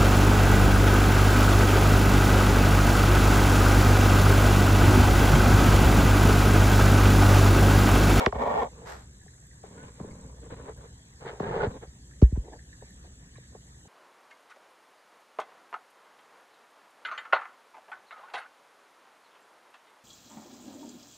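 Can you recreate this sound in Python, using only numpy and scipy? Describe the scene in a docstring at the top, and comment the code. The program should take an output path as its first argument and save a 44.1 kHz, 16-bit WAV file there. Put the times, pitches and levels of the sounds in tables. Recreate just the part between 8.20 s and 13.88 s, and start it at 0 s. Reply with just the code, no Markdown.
"""A farmyard heard through a hand-held camera, under a low hum, rumble, open air, insects and a cricket.
Filtered noise bursts with short bent tones make the ducks' faint bill clicks in the dirt.
Stick-slip jerks over hiss make the rasp of fingers on the camera and the scuff of one shoe.
Taps and deep thumps are single pushes through resonances, with the low notes delayed
so that each blow sweeps down in pitch."""
import sys
import numpy as np
from scipy import signal
from scipy.fft import rfft, irfft, next_fast_len
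from scipy.io import wavfile
from scipy.ndimage import uniform_filter1d, map_coordinates

SR = 44100
rng = np.random.default_rng(int(sys.argv[2]) if len(sys.argv) > 2 else 0)


def bounce(signal):
    """Save signal as a 16-bit WAV file at the path given by the first command-line argument."""
    frames = np.transpose(np.atleast_2d(signal))
    limited = np.clip(frames, -1, 1)
    pcm = np.round(limited * 32767).astype(np.int16)
    wavfile.write(sys.argv[1], SR, pcm)


N = 250429

# level of the hum, which the rumble partly follows: (t/s, level/dB)
HUM_LEVEL = [(0, -50), (.4, -48.5), (.9, -51.5), (1.1, -62), (1.75, -55), (1.95, -46.5), (2.2, -45.5),
             (2.45, -50), (2.72, -47.5), (2.85, -59), (3.6, -49.5), (4.9, -52.5), (5.25, -55), (5.68, -54)]
# colour of the yard rumble and of the shaken case: (f/Hz, relative density/dB per Hz)
RUMBLE_COLOUR = [(18, -42.5), (30, -40), (43, 1), (59, 0.5), (73, 8), (87, -4.5), (119, 3.5), (343, -15),
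                 (500, -20.5), (650, -40), (1100, -120)]
# side colour of skin rasp, for the second and light grips and the slips: (f/Hz, relative density/dB per Hz)
SKIN_SIDE_COLOUR = [(210, -72), (350, -50), (404, -17.5), (512, -12.5), (584, -18), (723, -2.5), (962, -8),
                    (1210, -8.5), (1410, -19.5), (2080, -18.5), (2430, -22.5), (2900, -21), (6000, -46),
                    (7800, -81), (13200, -120)]


def amp(db):
    """Decibels to linear gain."""
    return 10 ** (np.asarray(db) / 20)


def unit(x):
    """x scaled to rms 1."""
    return x / np.sqrt(np.mean(x ** 2) + 1e-20)


def along(points, hz):
    """Values read between (f/Hz, value) points on a log frequency axis."""
    f, v = np.transpose(points)
    return np.interp(np.log(hz + 1), np.log(f + 1), v)


def curves(rows):
    """One value per sample for each column after the time."""
    s, *cols = np.transpose(rows)
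    return [np.interp(np.arange(N) / SR, s, c) for c in cols]


def wobble(rate):
    """A smooth random curve, rate knots a second."""
    knots = rng.standard_normal(int(N * rate / SR) + 4)
    return map_coordinates(knots, [np.arange(N) * rate / SR])


def filtered(x, response):
    """x times a complex response of frequency."""
    n = x.shape[-1]
    m = next_fast_len(n + SR // 4)
    return irfft(rfft(x, m) * response(np.fft.rfftfreq(m, 1 / SR)), m)[..., :n]


def coloured(x, spectrum):
    """x shaped by a spectrum, at rms 1."""
    return unit(filtered(x, lambda hz: amp(along(spectrum, hz))))


def noise(spectrum):
    """Steady noise of a given colour, at rms 1."""
    return coloured(rng.standard_normal(N), spectrum)


def resonance(hz, centre, width):
    """Response of one damped resonance, with gain 1 at its centre."""
    return 1j * hz * width / (centre ** 2 - hz ** 2 + 1j * hz * width)


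def stereo(mid, side):
    """Left and right from mid and side."""
    return np.array([mid + side, mid - side])


def add(track, s, sound):
    """Mix a sound in at time s."""
    part = track[..., max(round(s * SR), 0):][..., :sound.shape[-1]]
    part += sound[..., :part.shape[-1]]


def patchy(x, depth_db, hz_size, time_size):
    """x with random patches of gain, so that each band swells and fades on its own."""
    z = signal.stft(x, nperseg=512)[2]
    field = rng.standard_normal(z.shape[-2:])
    field = uniform_filter1d(field, hz_size, 0)
    field = uniform_filter1d(field, time_size, 1)
    gain = unit(amp(depth_db * unit(field)))
    return signal.istft(z * gain, nperseg=512)[1][..., :N]


def dispersion(hz, lag=0.00854, power=0.3427):
    """Low notes arrive late (lag seconds at 100 Hz), so every jerk or blow sweeps downward."""
    return np.exp(-2j * np.pi * lag * 100 * (hz / 100) ** power / power)


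def sweep(hz, delay):
    """A rolling fingertip sounds its lower notes later than its top."""
    half_hz = 790  # the delay has halved here
    return np.exp(-2j * np.pi * delay * half_hz * np.arctan(hz / half_hz))


def friction(rate, spread_db, smooth):
    """Stick and slip: random tiny jerks (rate a second) of uneven size over a smooth hiss."""
    slipping = rng.random(N) < rate / SR
    direction = rng.choice([-1, 1], N)
    size = amp(spread_db * rng.standard_normal(N).clip(-2, 2))
    jerks = unit(slipping * direction * size)
    return filtered(jerks + smooth * rng.standard_normal(N), dispersion)


def gesture(s, length, swell_db, attack, t60):
    """Gain of one sliding motion: attack, a hold that swells or sags, release."""
    t = np.arange(N) / SR - s
    onset = np.sin(np.pi / 2 * np.clip(t / attack, 0, 1))
    hold = amp(swell_db * (np.clip(t / length, 0, 1) - 0.5))
    release = np.exp(-np.log(1000) * np.maximum(t - length, 0) / t60)
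    return onset * hold * release


def hum(hum_hz=60):
    """A low sine wavers in level and pitch."""
    level_db, = curves(HUM_LEVEL)
    waver_db = 1.2 * wobble(6)
    pitch_hz = hum_hz + 1.15 * wobble(12.0)
    return amp(level_db + waver_db) * np.sin(2 * np.pi * np.cumsum(pitch_hz) / SR)


def rumble(base_db=-52.5, follows_hum=0.25):
    """Low noise drifts in level and partly swells with the hum."""
    hum_db, = curves(HUM_LEVEL)
    swell_db = follows_hum * (hum_db - hum_db.mean())
    return amp(base_db + swell_db + 0.46 * wobble(0.97)) * noise(RUMBLE_COLOUR)


def open_air(base_db=-62, drift_db=-0.96, flutter_db=0.15):
    """Wide soft noise whose bands swell and fade on their own."""
    # colour of the open air, mid then side: (f/Hz, relative density/dB per Hz)
    mid_colour = [(180, 6.5), (300, -3), (389, -9), (432, -5), (760, -7), (900, -9), (1100, -11.5),
                  (1340, -15), (1770, -5), (2380, -22.5), (3310, -14.5), (3860, -11), (5000, -24),
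                  (6500, -50.5), (11000, -120)]
    side_colour = [(240, -50.5), (400, -23), (567, -18.5), (723, -10.5), (1020, -1.5), (1380, -6),
                   (1870, -3.5), (2620, -7.5), (4130, -5), (5000, -5.5), (6500, -14), (11000, -120)]
    level_db = base_db + drift_db * wobble(2.1) + flutter_db * wobble(19.0)
    air = amp(level_db) * stereo(noise(mid_colour), amp(-2.0) * noise(side_colour))
    return patchy(air, depth_db=3.0, hz_size=5, time_size=8)


def insect_chorus(mid_db=-66.0, side_db=-63.5, swell_db=0.6):
    """Many far insects merge into a fairly even band of high noise."""
    # colour of the far insects, mid then side: (f/Hz, relative density/dB per Hz)
    mid_colour = [(4000, -38), (5200, -15.5), (6000, 4.5), (6800, 6.5), (7700, 8.5), (8200, -3.5),
                  (8550, 1.5), (9200, -2), (9900, -39), (11500, -12.5), (13200, -13), (14300, -28)]
    side_colour = [(3500, -48), (4700, -15), (6000, -5), (7300, -4), (8200, -4), (8600, -6), (9300, -6),
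                   (10500, -26.5), (12000, -39), (14300, -24)]
    pair = stereo(amp(mid_db) * noise(mid_colour), amp(side_db) * noise(side_colour))
    return patchy(amp(swell_db * wobble(5.02)) * pair, depth_db=0.8, hz_size=2, time_size=60)


def whine(whine_hz=8500, level_db=-81):
    """A thin sine of steady level and slightly unsteady pitch sits among the insects."""
    pitch_hz = whine_hz + 18 * wobble(55)
    return amp(level_db) * np.sin(2 * np.pi * np.cumsum(pitch_hz) / SR)


def cricket(stroke_gap_s=0.0148, rest_s=0.007, triple_share=0.28, stroke_s=0.002,
            glide_hz=110, scatter_hz=35, scatter_db=2.3):
    """Wing strokes come in twos and threes with a short rest between; each is a falling whistle."""
    # song of the cricket: (t/s, level/dB, phase between left and right/rad, f/Hz)
    song = [(0, -65.5, 1.16, 7720), (1.6, -59, 1.97, 7690), (2.6, -59.5, 1.9, 7770), (3.2, -69, 0.87, 7810),
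            (4.1, -68.5, 0.84, 7800), (4.5, -64.5, .5, 7840), (5.68, -65, 0.55, 7820)]
    db, port_phase, song_hz = curves(song)
    groups = [[stroke_gap_s + rest_s] + [stroke_gap_s] * (1 + int(u < triple_share))
              for u in rng.random(size=240)]
    gaps = np.concatenate(groups)
    late, loud, sharp = rng.standard_normal((len(gaps), 3)).T
    times = np.cumsum(gaps * (1 + 0.035 * late))
    t = np.arange(N) / SR
    nearest = np.searchsorted((times[1:] + times[:-1]) / 2, t)
    u = (t - times[nearest]) / stroke_s  # position within the nearest stroke
    pitch_hz = song_hz + scatter_hz * sharp[nearest] - glide_hz * u.clip(-2, 2) + 60 * wobble(400)
    phase = 2 * np.pi * np.cumsum(pitch_hz) / SR
    strokes = unit(amp(scatter_db * loud[nearest]) * np.exp(-0.5 * u ** 2))
    loudness = amp(db + 0.3 * wobble(5)) * strokes
    return loudness * np.sin(phase + np.array([port_phase, -port_phase]) / 2)


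def scuff():
    """A sole slides over dry grit: dense uneven jerks, separate left and right, fading as it slows."""
    # colour of the grit: (f/Hz, relative density/dB per Hz)
    grit_colour = [(180, -49), (300, -10), (382, -5), (414, -2.5), (950, -2.5), (1820, -6.5), (2470, -17),
                   (7360, -22.5), (8920, -25), (9830, -49), (11400, -25), (14000, -42)]
    grit = np.array([coloured(friction(rate=2900, spread_db=15, smooth=1.0), grit_colour)
                     for _ in range(2)])
    return amp(-42.5) * gesture(0.653, length=0.11, swell_db=-8, attack=0.03, t60=0.32) * grit


def ticks(tick_hz=12000, width_hz=1500, t60=0.021):
    """Now and then a tiny, very high tick: narrow-band noise that dies at once."""
    # very high ticks: (t/s, level before decay/dB)
    tick_times = [(1.268, -60), (2.574, -66), (3.873, -70), (4.707, -61)]
    out, t = np.zeros((2, N)), np.arange(SR // 32) / SR
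    for s, db in tick_times:
        burst = rng.standard_normal((2, len(t)))
        ring = filtered(burst, lambda hz: resonance(hz, tick_hz, width_hz) ** 2)
        add(out, s, amp(db - 60 * t / t60) * unit(ring))
    return out


def bills(click_t60=0.059, nibble_db=-55.0, nibble_spread_db=3, nibble_s=0.022, overtone_db=-16,
          overtone_spread_db=6.0, tone_share=0.5, tone_rise_s=0.00096, bend_hz_per_s=6000):
    """Bills snap in the dirt, clear clicks among quick faint nibbles, each ringing at the pitch of its gape."""
    # the clearest bill clicks: (t/s, level before the common 8 dB cut/dB, f/Hz)
    clear_clicks = [(1.0138, -42.5, 1790), (1.029, -48, 1740), (1.0812, -39.5, 1790), (1.1136, -52, 1990),
                    (1.1336, -46, 1690), (1.2558, -47, 1720), (1.312, -43, 1870), (1.332, -43.5, 1670),
                    (1.9093, -41.5, 2120), (2.5733, -41.5, 1645), (2.61, -46, 1590), (2.93, -48, 1920),
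                    (3.9103, -42, 1640), (3.936, -44.5, 1850), (4.04, -34.5, 1658), (4.057, -45, 1780),
                    (4.3313, -40, 1685), (4.3905, -37.5, 1764), (4.5286, -35.5, 1770), (4.552, -49, 1770),
                    (4.568, -50, 1900), (4.6097, -43, 1710), (4.678, -49, 1750), (4.706, -44.5, 1790),
                    (4.826, -69, 1750), (5.0262, -50, 1800), (5.138, -45, 1700), (5.1554, -39, 1734),
                    (5.157, -49, 2350), (5.159, -44, 1130), (5.171, -42, 1803), (5.1943, -51, 1790),
                    (5.2343, -45.5, 1760), (5.485, -49, 1877), (5.61, -49, 1810)]
    # lower and upper resonance of the bill: (f/Hz, width/Hz)
    lower, upper = [(1800, 290), (3880, 340)]
    # runs of nibbles; a run that ends before it starts is silent: (start/s, end/s)
    runs = [(0.95, 1.6), (3.65, 4.9), (4.378, 3.9), (5.02, 5.54)]
    out, t = np.zeros((2, N)), np.arange(SR // 16) / SR
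    beats = np.concatenate([np.arange(start, end, nibble_s) for start, end in runs])
    chances = rng.standard_normal((len(beats), 3))
    nibbles = [(s + nibble_s * late / 2, nibble_db + nibble_spread_db * loud, lower[0] * np.exp(0.074 * sharp))
               for s, (late, loud, sharp) in zip(beats, chances)]
    decay = amp(-60 * t / click_t60)
    for s, db, pitch_hz in list(clear_clicks) + nibbles:
        snap = rng.standard_normal((2, len(t))) * decay
        gape = lower[0] / pitch_hz  # a wider gape rings lower
        overtone = amp(overtone_db + overtone_spread_db * rng.standard_normal())

        def cavity(hz):
            return resonance(hz * gape, *lower) ** 2 + overtone * resonance(hz * gape, *upper) ** 2

        bend = bend_hz_per_s * rng.standard_normal()
        whistle = np.sin(2 * np.pi * (pitch_hz + bend * t / 2) * t)
        tone = whistle * decay * (1 - np.exp(-t / tone_rise_s))
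        click = unit(filtered(snap, cavity)) + tone_share * unit(tone)
        add(out, s - 0.001, amp(db - 8.0) * click / np.abs(click).max())
    return out


def slips():
    """A fingertip lets go suddenly, rasps for a moment and sticks again."""
    # brief finger slips: (t/s, level before the common 5.5 dB cut/dB, length scale/s)
    slip_times = [(0.615, -48, 0.014), (3.014, -49, 0.021), (3.048, -40, 0.045), (3.554, -61, 0.013),
                  (3.621, -39.5, 0.015), (4.243, -46, 0.062), (4.278, -47, 0.0081), (4.322, -43.5, 0.019),
                  (4.617, -44, 0.01), (4.839, -46.5, 0.014), (5.347, -43, 0.0086), (5.649, -48.5, 0.0085)]
    # colour of the skin: (f/Hz, relative density/dB per Hz)
    skin = [(150, 8.5), (420, 19), (650, 13.0), (900, 12.5), (1400, -17.5), (2200, -13.0), (4000, -59.0)]
    touch, t = np.zeros(N), np.arange(SR // 8) / SR
    for s, db, length in slip_times:
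        rise = 1 - np.exp(-t / 0.0033)
        fall = np.exp(-0.25 * (t / length) ** 2)
        add(touch, s, amp(db - 5.5) * rise * fall)
    mid = coloured(friction(rate=600, spread_db=-3.5, smooth=0.6), skin)
    side = coloured(friction(rate=900, spread_db=-12, smooth=0.48), SKIN_SIDE_COLOUR)
    return touch * stereo(mid, amp(-10.5) * side)


def gap_rings(band_rate=45, waver_hz=14, port_phase=1.0):
    """The rasp rings the air gap under the finger: narrow noise that glides as the gap changes."""
    # rings of the gap: (t/s, length/s, start f/Hz, end f/Hz, left level/dB, right level/dB)
    rings = [(0.005, 0.054, 774, 770, -37, -31), (0.189, 0.06, 960, 906, -32.5, -32),
             (0.277, 0.16, 930, 810, -34, -34), (0.281, 0.12, 731, 710, -44, -37),
             (0.192, 0.052, 1894, 1750, -45.5, -45.5), (0.294, 0.13, 1900, 1822, -52, -43.5),
             (1.57, 0.1, 1420, 1580, -58, -57), (3.225, 0.073, 1545, 1790, -48, -42),
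             (3.398, 0.034, 1440, 1460, -40, -32), (3.42, 0.028, 530, 550, -35, -33)]
    out, t = np.zeros((2, N)), np.arange(N) / SR
    band = wobble(band_rate) + 1j * wobble(band_rate)
    waver = waver_hz * wobble(40)
    ports = np.exp(1j * port_phase * np.array([[1], [-1]]))  # opposite phase turns left and right
    for s, length, start_hz, end_hz, left_db, right_db in rings:
        pitch_hz = np.interp(t, [s, s + length], [start_hz, end_hz]) + waver
        phase = 2 * np.pi * np.cumsum(pitch_hz) / SR
        ring = unit((ports * band * np.exp(1j * phase)).real)
        out += amp([[left_db], [right_db]]) * gesture(s, length, 0, attack=0.015, t60=0.06) * ring
    return out


def knocks(rustle_t60=0.097, rustle_db=-24.5, rustle_hard_hz=610, bass_lag_s=0.007696,
           soft_hz=385, hardness_power=0.89):
    """Each blow is one push: a soft fingertip gives a deep thump, a hard tap also rings the case."""
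    # finger blows; the row at 0.07 s is the case still ringing after the first tap: (t/s, peak/dB, lowest f/Hz,
    # dead above f/Hz, case ring/dB, sweep delay/s, damping ratio)
    blows = [(0.032, -23, 595, 1400, 2, 0.0032, 0.3), (0.0613, -6.5, 58.6, 5600, -1.5, 0.006, 0.49),
             (0.07, -16.5, 296, 480, 11.5, 0.0018, 0.59), (0.1229, -20, 700, 1400, -3, 0.005, 0.4),
             (0.126, -34, 89, 220, -10, 0.00083, 0.4), (0.153, -29.5, 59, 400, -10, 0, 0.23),
             (.220, -19, 597, 970, 6, 0, 1), (0.612, -47, 520, 1000, 13, 0.0047, 0.39),
             (1.059, -45, 268, 990, 20, 0.0029, .34), (1.433, -33.5, 252, 990, 20, 0.0061, 0.4),
             (1.506, -42, 170, 567, 5, 0, 0.27), (1.798, -30, 258, 1330, -1, 0.0019, 0.72),
             (1.803, -29.5, 202, 269, -13, 0.00042, 0.52), (1.834, -34.5, 202, 845, -1, 0.013, 0.37),
             (1.856, -44, 193, 600, -12, 0.017, 0.38), (1.891, -41, 158, 500, -6, 0.0012, 0.69),
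             (1.919, -42, 153, 500, -3, 0.011, 0.68), (3.128, -33.5, 424, 750, -10, .002, .34),
             (3.1972, -18, 157, 1270, 2, 0.0056, 0.4), (3.3, -30, 367, 750, 1, 0.0038, 0.31),
             (3.357, -27, 404, 653, -10, 0.0049, 0.32), (3.384, -32, 360, 756, -2, 0.0047, .34),
             (3.429, -22, 610, 1300, -6, 0.0037, 0.29), (3.465, -23, 85.6, 445, -18, 0.00069, 0.5),
             (4.0172, -4.5, 59.2, 507, -6, 0.0045, .32), (4.1186, -20.5, 63.3, 376, -10, 0.0034, 0.32),
             (4.169, -22.5, 52, 456, -11, 0.0023, 0.39), (4.619, -38.5, 504, 810, -2, 0.0026, 0.28),
             (5.177, -44.5, 486, 791, -17, 0.0064, 0.49), (5.346, -38, 494, 900, 3, 0.0032, 1)]
    # resonances of the case: (f/Hz, width/Hz, left level/dB, right level/dB)
    case = [(407.4, 30.4, 7, 4), (767, 92, 12.5, -22), (1080, 68, -1.5, 7), (1920, 370, 3, 15.5),
            (3410, 210, -34.5, -24.5)]
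    # colour of the skin rustle: (f/Hz, relative density/dB per Hz)
    rustle_colour = [(300, -20.5), (700, 18.5), (1800, -2), (2700, -2.5), (3600, -2.5), (6000, -8),
                     (8000, -21.5), (13000, -32)]
    out, push, t = np.zeros((2, N)), signal.unit_impulse(SR // 4), np.arange(SR // 4) / SR

    def modes(hz):
        return sum(amp([[left], [right]]) * (-1) ** k * resonance(hz, centre, width)
                   for k, (centre, width, left, right) in enumerate(case))

    for s, db, low_hz, dead_hz, ring_db, sweep_s, damping in blows:
        # a blow that reaches above a soft fingertip's limit is brighter
        mellow_hz = low_hz * (dead_hz / soft_hz) ** hardness_power

        def contact(hz):
            body = resonance(hz, low_hz, damping * low_hz)
            edge = 1j * hz / (1 + 1j * hz / mellow_hz)
            x = hz / dead_hz
            return body * edge / (1 + 1j * np.sqrt(2) * x - x ** 2) ** 2 / (1 + 1j * x)

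        def response(hz):
            late_lows = dispersion(hz, bass_lag_s) * sweep(hz, sweep_s)
            return contact(hz) * late_lows * (1 + amp(ring_db) * modes(hz))

        blow = filtered(push, response)
        add(out, s, amp(db) * blow / np.abs(blow).max())
        # the skin spreads on the case as it lands; softer blows rustle less
        rustle = amp(db + rustle_db - 60 * t / rustle_t60) / (1 + (rustle_hard_hz / dead_hz) ** 3)
        add(out, s, rustle * coloured(rng.standard_normal((2, len(t))), rustle_colour))
    return out


def drag(rasp, rasp_side, side_db, flutter_db, patchy_db, slip_rate, spread_db, smooth):
    """Skin drags over the case in one grip; the pressure flutters and the contact keeps changing colour."""
    mid = coloured(friction(slip_rate, spread_db, smooth), rasp)
    side = coloured(friction(rate=1300, spread_db=8.5, smooth=0.43), rasp_side)
    pair = stereo(mid, amp(side_db) * side)
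    return patchy(pair, patchy_db, hz_size=4, time_size=4) * amp(flutter_db * wobble(70))


def fingers(treble_hz=1300, shake_db=-18.5):
    """Every stroke rasps with the colour of its grip and shakes the case a little."""
    # rasp of each grip, mid or side: (f/Hz, relative density/dB per Hz)
    first_rasp = [(88, -43), (150, -22), (244, -2), (354, -20), (403, -3), (555, 0.5), (670, -3.5),
                  (840, 0), (1130, -5.5), (1250, -29), (1370, -13.5), (1640, -26.5), (1850, -14.5),
                  (2060, -27), (2210, -15.5), (2700, -38.5), (3350, -27), (4500, -42.5), (7560, -40),
                  (9820, -64), (12300, -48), (14000, -59)]
    first_side = [(150, -75), (250, -43), (469, -7), (591, -14.5), (744, 0.5), (822, -14.5), (1370, -15.5),
                  (1650, -27), (1880, -16.5), (2180, -31.5), (2790, -28), (7790, -52.5), (10300, -46),
                  (12200, -87.5), (13000, -62.5)]
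    second_rasp = [(59, -13.5), (100, -9), (156, -2), (216, -10), (244, -25), (332, -13), (415, 3),
                   (492, 2), (636, -9), (911, -6), (1040, -15), (1720, -16), (2200, -25), (2700, -40.5),
                   (3840, -35), (4500, -41), (5400, -56), (7800, -102), (13200, -120)]
    light_rasp = [(60, -4.5), (120, 7), (200, -3), (270, 2.5), (350, -7.5), (460, 6), (720, -10),
                  (1020, -4.5), (1310, -15.5), (1500, -12), (2300, -20), (2800, -30), (4000, -24.5),
                  (5200, -84)]
    palm_rasp = [(70, -5), (130, 0), (200, 3.5), (290, -10.5), (400, -23), (700, -39), (1500, -48),
                 (3000, -86.5)]
    # the first grip shades left and right differently: (f/Hz, left minus right/dB)
    first_balance = [(450, 0), (650, -5), (850, 4.5), (1000, 4), (1200, -12.5), (1400, 5), (1600, -9.5),
                     (1900, 0.5), (2150, -5), (2700, 5.5), (3400, 0.5)]
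    # strokes on the case: (t/s, length/s, level/dB, swell over the stroke/dB, treble/dB, grip)
    strokes = [(-0.015, 0.095, -33.5, -15.5, 8.5, "first"), (0.135, 0.031, -34.5, 3.5, 0, "first"),
               (0.179, 0.057, -28.5, -1, -2, "first"), (0.242, 0.19, -29, 0.5, -2, "first"),
               (0.435, 0.028, -35, -3, -10, "first"), (1.375, 0.33, -55, 3, 0, "palm"),
               (1.817, 0.29, -50.5, -10, 0, "palm"), (3.219, 0.31, -43.5, -2, -2, "palm"),
               (0.505, 0.15, -51, 7.5, -7.5, "light"), (1.427, 0.078, -54.5, -11, 3.5, "light"),
               (1.503, 0.084, -54.5, -1.5, 1.5, "light"), (1.569, 0.13, -51, -1, 2.5, "light"),
               (1.694, 0.094, -66.5, 6, 11, "light"), (1.789, 0.41, -52.5, -10, -3.5, "light"),
               (2.215, 0.065, -48, -6.5, -3, "light"), (2.295, 0.049, -42.5, -1, -1, "light"),
               (2.357, 0.16, -47.5, -3.5, -1.5, "light"), (2.466, 0.028, -41.5, 6.5, -3.5, "second"),
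               (2.555, 0.11, -53.5, 6, -1, "light"), (2.998, 0.19, -47.5, -9, 1.5, "second"),
               (3.049, 0.048, -47.5, 4.5, 15, "second"), (3.201, 0.26, -31.5, 7, -1.5, "second"),
               (3.408, 0.03, -47, 3, 9, "second"), (3.474, 0.097, -44.5, -3, -5, "light"),
               (3.609, 0.026, -50, 1.5, 9, "second"), (4.146, 0.023, -46.5, -2, -3.5, "light"),
               (4.186, 0.052, -59.5, 7, -16, "light"), (5.312, 0.018, -58, 9, -17, "light")]
    first = drag(first_rasp, first_side, side_db=-2.5, flutter_db=0.5, patchy_db=1.1,
                 slip_rate=300, spread_db=-1, smooth=1.0)
    second = drag(second_rasp, SKIN_SIDE_COLOUR, side_db=-7.5, flutter_db=-0.5, patchy_db=0.5,
                  slip_rate=420, spread_db=1.0, smooth=0.95)
    light = drag(light_rasp, SKIN_SIDE_COLOUR, side_db=-6, flutter_db=-1.8, patchy_db=2.0,
                 slip_rate=420, spread_db=-1.0, smooth=1.0)
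    palm = coloured(friction(rate=120, spread_db=2.5, smooth=0.28), palm_rasp)
    first = filtered(first, lambda hz: amp(np.outer([1, -1], along(first_balance, hz)) / 2))
    grips = {"first": first, "second": second, "light": light, "palm": palm}
    trebles = {grip: filtered(x, lambda hz: 1 - 1 / (1 + (hz / treble_hz) ** 4))
               for grip, x in grips.items()}
    shake = amp(shake_db) * noise(RUMBLE_COLOUR)
    out = np.zeros((2, N))
    for s, length, db, swell_db, treble_db, grip in strokes:
        pressure = amp(db) * gesture(s, length, swell_db, attack=0.032, t60=0.084)
        rasp = grips[grip] + (amp(treble_db) - 1) * trebles[grip]  # a fast stroke is brighter
        out += pressure * (rasp + shake)
    return out


def scene():
    """The yard, its animals and the shoe, with the handling of the camera on top."""
    yard = hum() + rumble() + open_air() + insect_chorus() + whine()
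    life = cricket() + scuff() + ticks() + bills()
    handling = slips() + gap_rings() + knocks() + fingers()
    return yard + life + handling


def record(dry, top_hz=14350):
    """A very steep low-pass: hardly anything sounds above about 14 kHz."""
    return filtered(dry, lambda hz: 1 / (1 + (hz / top_hz) ** 80))


dry = scene()
out = record(dry)
bounce(out)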